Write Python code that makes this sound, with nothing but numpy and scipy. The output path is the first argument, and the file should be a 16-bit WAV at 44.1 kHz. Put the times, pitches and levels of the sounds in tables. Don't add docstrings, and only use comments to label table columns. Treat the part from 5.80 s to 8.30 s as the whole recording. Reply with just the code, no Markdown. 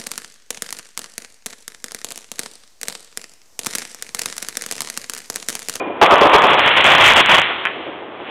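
import sys
import numpy as np
from scipy import signal
from scipy.fft import rfft, irfft, next_fast_len
from scipy.io import wavfile
from scipy.ndimage import uniform_filter1d, map_coordinates

SR = 44100
rng = np.random.default_rng(int(sys.argv[2]) if len(sys.argv) > 2 else 0)


def invert_db(x):
    u = np.asarray(x, float) / 20
    return 10 ** u


def int16_out(signal):
    q = np.round(np.clip(np.atleast_2d(signal).T, -1, 1) * 32767)
    wavfile.write(sys.argv[1], SR, q.astype(np.int16))


N = 110250


def unit(x):
    return x / np.sqrt(np.mean(x ** 2) + 1e-20)


def seconds():
    return np.arange(N) / SR


def curves(rows):
    s, *columns = np.transpose(rows)
    return [np.interp(seconds(), s, column) for column in columns]


def wobble(rate):
    knots = rng.standard_normal(int(N * rate / SR) + 4)
    return map_coordinates(knots, [np.arange(N) * rate / SR])


def coloured(x, gain_db):
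    size = 2 * next_fast_len(N // 2 + 4096)
    log_gain = np.maximum(gain_db(np.fft.rfftfreq(size, 1 / SR)), -100) * np.log(10) / 20
    cepstrum = irfft(log_gain, size)
    cepstrum[1:size // 2] *= 2
    cepstrum[size // 2 + 1:] = 0
    return irfft(rfft(x, size) * np.exp(rfft(cepstrum)), size)[..., :N]


def on_log(points):
    f, db = np.transpose(points)
    flat_hz = 3400
    return lambda hz: np.interp(np.log(np.minimum(hz, flat_hz) + 1), np.log(f + 1), db)


def bangs(per_s, spread_db, blur, colour, even):
    steady_s = 0.0075
    hit = rng.random(N) < per_s / SR
    size = invert_db(spread_db * rng.exponential(1, N)) * np.sign(rng.standard_normal(N))
    echoes = blur * rng.standard_normal(N)
    x = unit(coloured(unit(hit * size) + echoes, on_log(colour)))
    power = np.abs(uniform_filter1d(x ** 2, round(steady_s * SR)) + 1e-3)
    return unit(x / power ** (even / 2))


def swell(start, length, attack, t60):
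    t = seconds() - start
    rise = np.clip(t / max(attack, 1e-4), 0, 1)
    return rise * invert_db(-60 * np.clip(t - length, 0, None) / t60)


def shell():
    # start in seconds, length in seconds, thud level in dB,
    # crackle level in dB.
    volleys = [(.2138, 0.025, -3.5, -8.5), (.25, 0.015, -51, -7.5), (.298, 0.043, -7, -18),
               (.355, 0.039, -17.5, -13.5), (.405, 0.034, -9.5, -10.5), (.44, 0.032, -9.5, -27.5),
               (.488, 0.0077, -12, -23), (.525, 0.036, -6.5, -5.5), (.575, .02, -11.5, -41),
               (.63, 0.025, -9, -24), (.67, 0.075, -25, -12), (.7, .014, -15, -37),
               (.775, 0.018, -15.5, -11), (.825, 0.028, -24, -29), (.855, 0.026, -15.5, -18.5),
               (.905, 0.01, -18.5, -4.5), (.96, .045, -16, -5), (1.035, 0.06, -16, -4.5),
               (1.095, 0.058, -17, -4), (1.185, 0.048, -15, -6.5), (1.235, 0.047, -48, -0.5),
               (1.295, 0.011, -24, -2), (1.353, 0.054, -12, -3), (1.483, .075, -13.5, -4),
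               (1.575, 0.0082, -9, 0), (1.615, 0.0064, -24, -11.5), (1.695, 0.014, -19, -37)]
    # time in seconds,
    # thud level in dB, crackle level in dB.
    roll = [(.2, -77, -36), (.22, -12.5, -24), (.5, -14.5, -16.5), (.7, -12.5, -12), (.745, -12.5, -14.5),
            (.85, -20.5, -6), (.95, -23, -9.5), (1.3, -16.5, -3.5), (1.43, -28, -8), (1.48, -32, -8.5),
            (1.62, -44, -10), (1.72, -31.5, -16), (1.85, -35.5, -22), (2.05, -36.5, -27.5),
            (2.3, -49, -37.5), (2.5, -40.5, -27.5)]
    # frequency in Hz, level in dB per Hz.
    thud_colour = [(35, -97), (60, -31.5), (336, -9.5), (486, -4.5), (549, -1.5), (1170, 0), (1600, -12),
                   (2530, -16.5), (4000, -15.5), (5200, -42.5), (8800, -120)]
    # frequency in Hz, level in dB per Hz.
    crack_colour = [(35, -83.5), (60, 0.5), (389, -12.5), (550, -28.5), (613, -2), (790, 1), (2270, 5),
                    (3500, 4), (4600, -70), (5980, -35), (10100, -120)]
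    first_attack_s, attack_s, release_t60 = .001, 0.01, 0.07

    thud, crack = invert_db(curves(roll)) ** 2
    for k, (s, length, thud_db, crack_db) in enumerate(volleys):
        attack = attack_s if k else first_attack_s
        shape = swell(s, length, attack, release_t60) ** 2
        thud = thud + shape * invert_db(2 * thud_db)
        crack = crack + shape * invert_db(2 * crack_db)

    flicker_db = .4 * wobble(90)
    low = bangs(1500, spread_db=2.5, blur=.9, colour=thud_colour, even=.8)
    low = low * np.sqrt(thud) * invert_db(flicker_db)
    high = bangs(2500, spread_db=3.5, blur=1.0, colour=crack_colour, even=1.0)
    high = high * np.sqrt(crack) * invert_db(flicker_db + 0.74 * wobble(120))
    return low + high


def blast():
    start_hz, sag_hz_per_s, t60, edge_s = 3100, 2.3e6, .005, .0004
    t = np.arange(70) / SR
    rise = np.clip(t / edge_s, 0, 1)
    fall = np.clip((t[-1] - t) / edge_s, 0, 1)
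    wave = -np.sin(2 * np.pi * (start_hz - sag_hz_per_s * t / 2) * t)
    return wave * invert_db(-60 * t / t60) * rise * fall


def blasts(rows):
    s, db = np.transpose(rows)
    spikes = np.bincount(np.round(s * SR).astype(int), invert_db(db), N)
    return signal.fftconvolve(spikes, blast())[:N]


def stars():
    # time in seconds, peak level in dB.
    near_stars = [(.357, 1), (.367, 0), (.399, 0), (.497, 1), (.52, 0), (.584, 0), (.6085, -1), (.621, -1),
                  (.6292, 1), (.6431, 0), (.6693, 0), (.6844, 1), (.7056, 0), (.718, -1), (.7838, 0),
                  (.7975, 0), (.8078, 0), (.8368, 0), (.8463, 0), (.8616, 1), (.9062, 0), (.931, 0),
                  (.9373, 0), (.9553, 0), (.9694, 3), (1.0233, 1), (1.53, 1), (1.6175, 2)]
    return invert_db(-0.5) * blasts(near_stars)


def thumps():
    # start in seconds, peak level in dB, pitch in Hz.
    charges = [
        (0.221, -5, 387),
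        (0.321, -5.5, 388),
        (.335, -3, 594),
        (0.416, -2.5, 428),
        (.43, -8, 616),
        (0.453, -10.5, 308),
        (0.547, -3, 418),
        (0.713, -12, 444),
        (1.528, -19, 148),
        (1.587, -27, 150),
    ]
    rise_s, t60 = 0.002, 0.065
    t = seconds()
    return sum(invert_db(db) * swell(s, 0, rise_s, t60) * np.sin(2 * np.pi * hz * (t - s))
               for s, db, hz in charges)


def scattered(x):
    echo_db, echo_t60 = -6, .2
    t = np.arange(SR // 4) / SR
    tail = rng.standard_normal(len(t)) * invert_db(-60 * t / echo_t60)
    return x + invert_db(echo_db) * signal.fftconvolve(x, tail / np.linalg.norm(tail))[:N]


def pop():
    # time in seconds, peak level in dB.
    arrivals = [
        (1.8534, -1),
        (1.858, -8),
        (1.8593, -4),
        (1.8698, -6),
        (1.8714, -7),
        (1.8743, -11),
    ]
    return invert_db(3.5) * scattered(blasts(arrivals))


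def far_shells():
    # start in seconds, length in seconds, level in dB.
    breaks = [(.008, 0.0027, -25.5), (.02, 0.0072, -37.5), (0.048, .012, -43), (0.063, .004, -34),
              (0.071, .006, -28.5), (0.098, 0.0056, -24.5), (1.964, 0.045, -37.5), (2.063, 0.032, -34),
              (2.212, 0.033, -39), (2.28, 0.022, -44), (2.399, 0.022, -37), (2.483, .02, -37.5)]
    # frequency in Hz, level in dB per Hz.
    far_colour = [(35, -22), (60, -52), (319, 10), (461, 5.5), (998, -5), (1320, -38.5), (2450, -16),
                  (4000, -36), (5200, -44.5), (8800, -120)]
    knocks = sum(invert_db(db + 2) * swell(s, length, .002, .08) for s, length, db in breaks)
    return knocks * bangs(600, spread_db=2.5, blur=.6, colour=far_colour, even=.9)


def whistles():
    # pitch in Hz, level in dB, time to fade by 60 dB in seconds.
    tones = [
        (2425, -34, .6),
        (1015, -34, 1.2),
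    ]
    sputter_per_s, sputter_depth_db = 26, 5
    t = seconds()
    sputter_db = sputter_depth_db * np.cos(2 * np.pi * sputter_per_s * (t - .008))
    total = np.zeros(N)
    for hz, db, t60 in tones:
        level_db = db + 3 + sputter_db * (hz > 2000) + 1.5 * wobble(70) - 60 * t / t60
        total += invert_db(level_db) * np.sin(2 * np.pi * hz * t + .9 * wobble(110))
    return total


def rumble():
    # time in seconds, level in dB.
    rumble_level = [
        (0, -26.5),
        (.1, -33),
        (.2, -29.5),
        (1.9, -36),
        (2.3, -36),
        (2.5, -38),
    ]
    # frequency in Hz, level in dB per Hz.
    night_colour = [(35, -47.5), (60, 7.5), (166, -1.5), (348, 14), (794, 10), (1250, 4.5), (3180, -9.5),
                    (4000, -59.5), (5200, -69), (8800, -120)]
    level = invert_db(curves(rumble_level)[0])
    return level * bangs(400, spread_db=3, blur=1.2, colour=night_colour, even=.5)


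def scene():
    near = shell() + stars() + thumps() + pop()
    return (near + far_shells() + whistles() + rumble())[None]


def band_limit(x):
    return signal.sosfilt(signal.butter(12, 16330, fs=SR, output="sos"), x)


def record(dry):
    # frequency in Hz, gain in dB.
    channel_edge = [(3400, 2), (3700, -8), (4000, -15), (4450, -33.5), (4800, -87), (5200, -120)]
    ceiling, top_hz = 0.74, 16200
    hz = np.fft.rfftfreq(2 * N, 1 / SR)
    x = coloured(dry, lambda f: -11 * np.log2(np.maximum(140 / (f + 1), 1)))
    x = irfft(rfft(x, 2 * N) * invert_db(np.interp(hz, *np.transpose(channel_edge))))[..., :N]
    clipped = np.clip(x, -ceiling, ceiling)
    x = irfft(rfft(clipped, 2 * N) * np.clip((top_hz - hz) / 400, 0, 1))[..., :N]
    return band_limit(x)


dry = scene()
out = record(dry)
int16_out(out)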